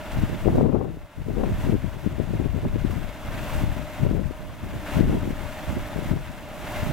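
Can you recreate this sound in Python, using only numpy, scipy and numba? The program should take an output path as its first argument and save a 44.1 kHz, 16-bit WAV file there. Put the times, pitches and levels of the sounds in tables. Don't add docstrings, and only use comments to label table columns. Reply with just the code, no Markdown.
import sys
import numpy as np
from scipy import signal
from scipy.fft import rfft, irfft
from scipy.io import wavfile
from scipy.ndimage import uniform_filter1d
from numba import njit

SR = 44100
rng = np.random.default_rng(int(sys.argv[2]) if len(sys.argv) > 2 else 0)


def file_out(sig):
    cols = np.atleast_2d(sig).T
    lim = np.clip(cols, -1, 1)
    pcm = np.round(lim * 32767).astype(np.int16)
    wavfile.write(sys.argv[1], SR, pcm)


N = 305172


def undb(db):
    return 10 ** (np.asarray(db) / 20)


def unit(x):
    return x / np.sqrt(np.mean(x ** 2))


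def over_time(points):
    time_s, value = np.transpose(points)
    return np.interp(np.arange(N) / SR, time_s, value)


def over_bins(points):
    hz, value = np.transpose(points)
    return np.interp(np.log(np.arange(N // 2 + 1) * SR / N + 1), np.log(hz), value)


def colour(x, points):
    return unit(irfft(rfft(x) * undb(over_bins(points)), N))


def drift(per_s):
    step = max(int(SR / per_s), 2)
    stairs = np.repeat(rng.standard_normal(N // step + 1), step)
    return unit(uniform_filter1d(stairs, step)[:N])


@njit
def lowpass(x, hz, damping):
    y, band_state, low_state = np.empty(len(x)), 0., 0.
    for i in range(len(x)):
        g = np.tan(np.pi * hz[i] / SR)
        band = (band_state + g * (x[i] - low_state)) / (1 + g * (g + damping))
        y[i] = low_state + g * band
        band_state, low_state = 2 * band - band_state, 2 * y[i] - low_state
    return y


def impacts(per_s, spread_db):
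    hit = rng.random(N) < per_s / SR
    size = undb(spread_db * np.minimum(rng.exponential(size=N), 5))
    return unit(hit * size * rng.standard_normal(N))


def bubbles(count, low_hz, high_hz, cycles, spread_db, glide):
    out = np.zeros(N + SR)
    for when, pitch, life, chance in rng.random((count, 4)):
        hz = low_hz * (high_hz / low_hz) ** pitch
        ring_s = cycles * (.5 + life) / hz
        t = np.arange(int(min(ring_s, .5) * SR)) / SR
        ring = np.sin(2 * np.pi * hz * t * (1 + glide * t / ring_s / 2))
        decay = np.exp(-np.log(100) * t / ring_s)
        start = int(when * N)
        out[start:start + len(t)] += ring * decay * undb(spread_db * np.log(max(chance, .01)))
    return unit(out[:N])


def churn():
    # frequency_hz, gain_db
    splash_spectrum = [(60, 7), (230, 8), (300, 9), (380, 0), (440, -1), (700, 3), (960, 4), (1150, -1),
                       (1300, 0.2), (1400, 1.6), (1620, -0.5), (1740, -1.5), (1815, -0.5), (1900, -3),
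                       (2115, 0), (2330, -5), (2750, -3), (3030, -8), (3400, -7), (4400, -15.5),
                       (9000, -27)]
    rush = rng.standard_normal(N)
    drops = impacts(per_s=2200, spread_db=1.5)
    froth = bubbles(count=5000, low_hz=640.6, high_hz=3555, cycles=22, spread_db=1.5, glide=0.26)
    plops = bubbles(count=130, low_hz=704, high_hz=2600, cycles=24, spread_db=4.5, glide=0.19)
    splash = colour(undb(-1.5) * rush + undb(-7) * drops, splash_spectrum)
    return splash + undb(-11.5) * froth + undb(-16) * plops


def mist():
    # frequency_hz, gain_db
    spray_spectrum = [(2500, -4), (4500, -0.5), (6800, 2.5), (8500, 1), (10500, 0), (13000, 1.5),
                      (15800, 0.5)]
    hiss = undb(0.5) * rng.standard_normal(N)
    return colour(hiss + impacts(per_s=5300, spread_db=2), spray_spectrum)


def at_ports(source, left_lag_s=1.8e-5):
    # frequency_hz, correlation
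    coherence = [(100, 1), (700, 0.99), (1400, 0.91), (3000, 0.71), (6800, 0.71), (10000, 0.32),
                 (15000, .1)]
    # frequency_hz, left_minus_right_db
    lean = [(300, 1), (1300, 1.5), (2400, 0.8), (4400, -0.5), (8000, -0.6), (15000, -4)]
    correlation = np.clip(over_bins(coherence), 0, .999)
    mid = rfft(source()) * np.sqrt(1 + correlation)
    side = rfft(source()) * np.sqrt(1 - correlation)
    sign = np.array([[1], [-1]])
    delay = np.exp(-1j * np.pi * sign * left_lag_s * np.arange(N // 2 + 1) * SR / N)
    return unit(irfft((mid + sign * side) * delay * undb(sign * over_bins(lean) / 2), N))


def paddles(blade_hz=18, stroke_db=0.57, shower_db=0.76, slop_db=0.79):
    # time_s, gain_db
    spray_gain = [(.15, -9), (.9, -7.5), (1.6, -8), (2.7, -9), (3.55, -8), (4.4, -8), (4.97, -8), (5.6, -8),
                  (6.4, -8), (6.8, -7)]
    blade_turns = np.cumsum(blade_hz * (1 + 0.026 * drift(4.66))) / SR
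    throw_db = stroke_db * np.sin(2 * np.pi * blade_turns)
    body = at_ports(churn) * undb(5.5 + throw_db + slop_db * drift(70))
    spray = at_ports(mist) * undb(1.2 + over_time(spray_gain) + throw_db + shower_db * drift(28))
    return body + spray


def gearbox(waver=0.001995, flutter_db=2.5, wobble_turns=0.049, sideband_db=-3.5, hum_db=-6, ring_db=-4):
    # lower_hz, mesh_hz, upper_hz
    tones_hz = [582.8, 606.1, 629.4]
    # time_s, gain_db
    mesh_gain = [(0, -1.5), (2.5, -3.5), (3.5, -3), (3.85, 3.5), (4.4, -1), (4.95, -2), (5.4, 1), (6.0, -2),
                 (6.35, -2), (6.75, 3)]
    motor_s = np.cumsum(1 + waver * drift(10)) / SR
    whine = 0
    for hz, is_mesh in zip(tones_hz, (False, True, False)):
        turns = hz * motor_s + (0.25 if is_mesh else 0) + wobble_turns * drift(7)
        db = over_time(mesh_gain) if is_mesh else sideband_db
        whine += undb(db + flutter_db * drift(8.2)) * np.sin(2 * np.pi * turns)
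    hum = undb(hum_db + flutter_db * drift(7.5)) * np.sin(np.pi * tones_hz[1] * motor_s)
    # frequency_hz, gain_db
    resonance = [(300, -41), (520, -7.5), (600, -7.0), (640, -3), (720, -7.5), (1200, -57)]
    housing = colour(rng.standard_normal(N), resonance)
    return whine + hum + undb(ring_db) * housing


def airflow(port, breeze_db=-43, breeze_hz=100, rise_db_per_s=261, fall_db_per_s=194, octaves_per_db=0.1):
    # start_s, hold_s, left_db, right_db, eddy_hz
    gusts = [(0.164, 0.079, -21, -25.5, 66), (0.31, 0.019, -37, -24, 173), (0.465, 0.014, -16, -28, 175),
             (0.53, 0.063, -21, -21, 193), (0.59, 0.073, -20, -28.5, 223), (0.68, 0.085, -21.5, -35, 235),
             (0.787, 0.085, -28, -35.5, 235), (0.896, 0.038, -33, -47, 148), (1.017, .025, -39, -44, 80),
             (1.199, 0.0056, -26, -38, 114), (1.294, 0.025, -23.5, -33, 170), (1.372, 0.064, -21, -32, 188),
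             (1.505, 0.028, -24, -22, 85.5), (1.576, 0.034, -27.5, -30, 105), (1.65, 0.11, -21, -29, 120),
             (1.847, 0.0055, -22.5, -42, 93), (1.944, 0.021, -31, -40, 110), (2.055, 0.02, -27, -43, 118),
             (2.12, 0.0045, -27, -33, 120), (2.199, 0.021, -23.5, -41, 156), (2.29, .01, -25.5, -34, 121),
             (2.336, 0.074, -24, -32, 145), (2.451, 0.014, -23.5, -37, 140), (2.5, 0.01, -25, -35, 48),
             (2.554, 0.025, -22.5, -36, 134), (2.643, 0.022, -23.5, -24.5, 120),
             (2.735, 0.03, -21.5, -30.5, 106), (2.829, 0.078, -23, -34, 87),
             (2.934, 0.049, -24.5, -38, 110), (3.026, 0.047, -27.5, -41, 90), (3.248, 0.2, -32, -36.5, 81),
             (3.542, 0.16, -22, -30, 66), (3.765, 0.042, -27, -50, 94), (4.026, 0.082, -20, -26.5, 115),
             (4.13, 0.079, -22.5, -46, 150), (4.255, 0.011, -22, -41, 63), (4.41, 0.095, -45, -36, 84),
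             (4.64, 0.16, -34, -37, 106), (4.973, 0.059, -18, -25.5, 137), (5.077, 0.082, -22, -23, 136),
             (5.229, 0.1, -27, -31, 120), (5.388, 0.085, -29.5, -56, 81), (5.684, 0.12, -30.5, -28, 89.5),
             (5.965, 0.052, -25.5, -37, 127), (6.1, 0.062, -23, -30.5, 128), (6.287, 0.017, -32, -40, 85.5),
             (6.604, 0.22, -49, -38, 84), (6.79, 0.027, -29, -41, 50), (6.85, 0.044, -38, -24.5, 120)]
    t = np.arange(N) / SR
    power = np.full(N, undb(breeze_db) ** 2)
    weighted_hz = power * breeze_hz
    for start_s, hold_s, left_db, right_db, eddy_hz in gusts:
        fade_db = -rise_db_per_s * np.maximum(start_s - t, 0)
        fade_db -= fall_db_per_s * np.maximum(t - start_s - hold_s, 0)
        active = fade_db > -60
        db = (left_db if port == "L" else right_db) + fade_db[active]
        local_hz = eddy_hz * 2 ** (octaves_per_db * (db - max(left_db, right_db)))
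        power[active] += undb(db) ** 2
        weighted_hz[active] += undb(db) ** 2 * local_hz
    lull_db = -21 * np.exp(-((t - 1.11) / 0.049) ** 6)
    return 10 * np.log10(power) + lull_db, weighted_hz / power


def wind(port, puff_db=1.2, puffs_per_s=30, ragged_db=3, bursts_per_s=110):
    # frequency_hz, gain_db
    port_response = [(8, -22), (25, -1.6), (60, -3), (110, -0.5), (220, -1.5), (320, 1), (500, -0.5),
                     (1100, -0.5), (3000, -8)]
    level_db, eddy_hz = airflow(port)
    burst = drift(bursts_per_s)
    corner_hz = np.clip(1.88 * eddy_hz * np.exp(0.084 * burst), 30, 3000)
    pressure = lowpass(rng.standard_normal(N) * undb(ragged_db * burst), corner_hz, damping=1.96)
    pressure = lowpass(pressure, np.clip(2.88 * corner_hz, 30, 8000), damping=2.5)
    largest = lowpass(pressure, np.clip(0.17 * corner_hz, 5, 500), damping=2.5)
    pressure = colour(pressure - largest, port_response)
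    local_power = uniform_filter1d(uniform_filter1d(pressure ** 2, size=1200), size=1200)
    grain = pressure / np.sqrt(local_power + 1e-18)
    return grain * undb(level_db + puff_db * drift(puffs_per_s))


def buffets(port, wake_db=-17, wake_s=0.0071):
    # centre_s, peak_db, pitch_hz, port
    vortices = [(0.173, -13, 123, "L"), (.19, -10.5, 109, "R"), (0.236, -6, 147, "L"),
                (.344, -23, 200, "R"), (0.469, -5, 266, "L"), (0.479, -3.5, 260, "L"),
                (.485, -10.5, 514, "L"), (0.503, -11, 250, "R"), (.548, -10, 170, "R"),
                (.584, -5.5, 378, "L"), (0.588, -8, 250, "R"), (.611, -8, 398, "L"), (.631, -5, 256, "L"),
                (0.645, -8, 278, "L"), (.658, -7.5, 308, "L"), (.685, -12, 290, "L"), (0.738, -7, 200, "L"),
                (.743, -10, 237, "L"), (0.747, -9.5, 297, "L"), (.769, -15.5, 390, "L"),
                (.813, -11.5, 450, "L"), (0.847, -19, 450, "L"), (.972, -21.5, 190, "L"),
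                (1.383, -12, 300, "L"), (1.401, -15, 180, "L"), (1.421, -15, 290, "L"),
                (1.476, -15, 200, "L"), (1.496, -12.5, 230, "L"), (1.667, -13, 200, "L"),
                (1.698, -9.5, 150, "L"), (1.733, -6.5, 200, "L"), (1.743, -5.5, 190, "L"),
                (1.753, -8, 201, "L"), (2.065, -9.5, 197, "L"), (2.075, -9.5, 190, "L"),
                (2.115, -22, 150, "R"), (2.201, -9.5, 263, "L"), (2.338, -12.5, 210, "L"),
                (2.356, -18, 170, "R"), (2.401, -9.5, 223, "L"), (2.416, -13.5, 219, "L"),
                (2.46, -11, 237, "L"), (2.547, -13, 141, "L"), (2.589, -17, 370, "L"),
                (2.652, -15.5, 440, "L"), (2.666, -13, 170, "R"), (2.76, -9.5, 228, "L"),
                (2.85, -4.5, 162, "L"), (2.899, -17, 190, "L"), (3.29, -20, 85, "R"),
                (3.635, -18, 260, "R"), (3.639, -11.5, 129, "L"), (3.665, -14, 100, "L"),
                (4.035, -6.5, 105, "L"), (4.065, -7.5, 218, "L"), (4.107, -9.5, 150, "L"),
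                (4.133, -17, 290, "L"), (4.138, -16, 230, "R"), (4.171, -22, 358, "L"),
                (4.196, -14, 280, "L"), (4.259, -14, 85, "L"), (4.31, -17, 228, "L"),
                (4.637, -15.5, 149, "L"), (4.74, -19, 200, "R"), (4.768, -19, 115, "R"),
                (4.969, -5.5, 100, "L"), (5.009, -1, 187, "L"), (5.082, -12, 150, "R"),
                (5.097, -9, 180, "L"), (5.128, -10.5, 210, "L"), (5.171, -14, 300, "L"),
                (5.232, -12, 121, "L"), (5.308, -10.5, 200, "L"), (5.695, -15.5, 100, "R"),
                (5.771, -9, 155, "R"), (6.06, -18, 130, "R"), (6.116, -6, 131, "L"), (6.162, -17, 170, "L"),
                (6.833, -12.5, 115, "L"), (6.865, -12, 110, "R"), (6.902, -12.5, 130, "R")]
    out = np.zeros(N + SR)
    t = np.arange(-2048, 2048) / SR
    for centre_s, peak_db, pitch_hz, side in vortices:
        if side == port:
            distance_squared = (np.pi * pitch_hz * t) ** 2 / 2
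            core = (5 * distance_squared - 1) / (1 + distance_squared) ** 4
            wake = unit(signal.fftconvolve(rng.standard_normal(len(t)), core, "same"))
            wake *= np.exp(-(t / wake_s) ** 2 / 2)
            start = int(centre_s * SR) - len(t) // 2
            out[start:start + len(t)] += undb(peak_db) * (core + undb(wake_db) * wake)
    return out[:N]


def scene():
    # time_s, gain_db
    machine_gain = [(0, -45.5), (.17, -42.5), (.4, -44.5), (.58, -47), (.68, -53.5), (.88, -56), (1.1, -56),
                    (1.42, -48), (1.56, -46), (1.64, -42), (1.77, -49), (2.775, -49), (2.79, -46),
                    (3.2, -46.5), (3.38, -41.5), (3.55, -39), (3.64, -42.5), (3.665, -44.5), (3.87, -45),
                    (4.02, -45), (4.14, -50), (4.58, -49.8), (4.72, -47), (4.83, -44.5), (4.89, -39.5),
                    (4.98, -38), (5.025, -44.5), (5.3, -45.5), (5.7, -42.5), (5.87, -43.5), (6.115, -42.5),
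                    (6.135, -47), (6.48, -47.5), (6.79, -38.8), (6.92, -41)]
    machine = (paddles() + undb(-1) * gearbox()) * undb(over_time(machine_gain))
    left = undb(1.28) * wind("L") + buffets("L")
    right = undb(1) * wind("R") + buffets("R")
    return machine + np.array([left, right])


def record(dry):
    top_hz = 15800
    treble_cut = signal.ellip(12, .1, 90, top_hz, fs=SR, output="sos")
    return signal.sosfilt(treble_cut, np.clip(dry, -1, 1))


dry = scene()
out = record(dry)
file_out(out)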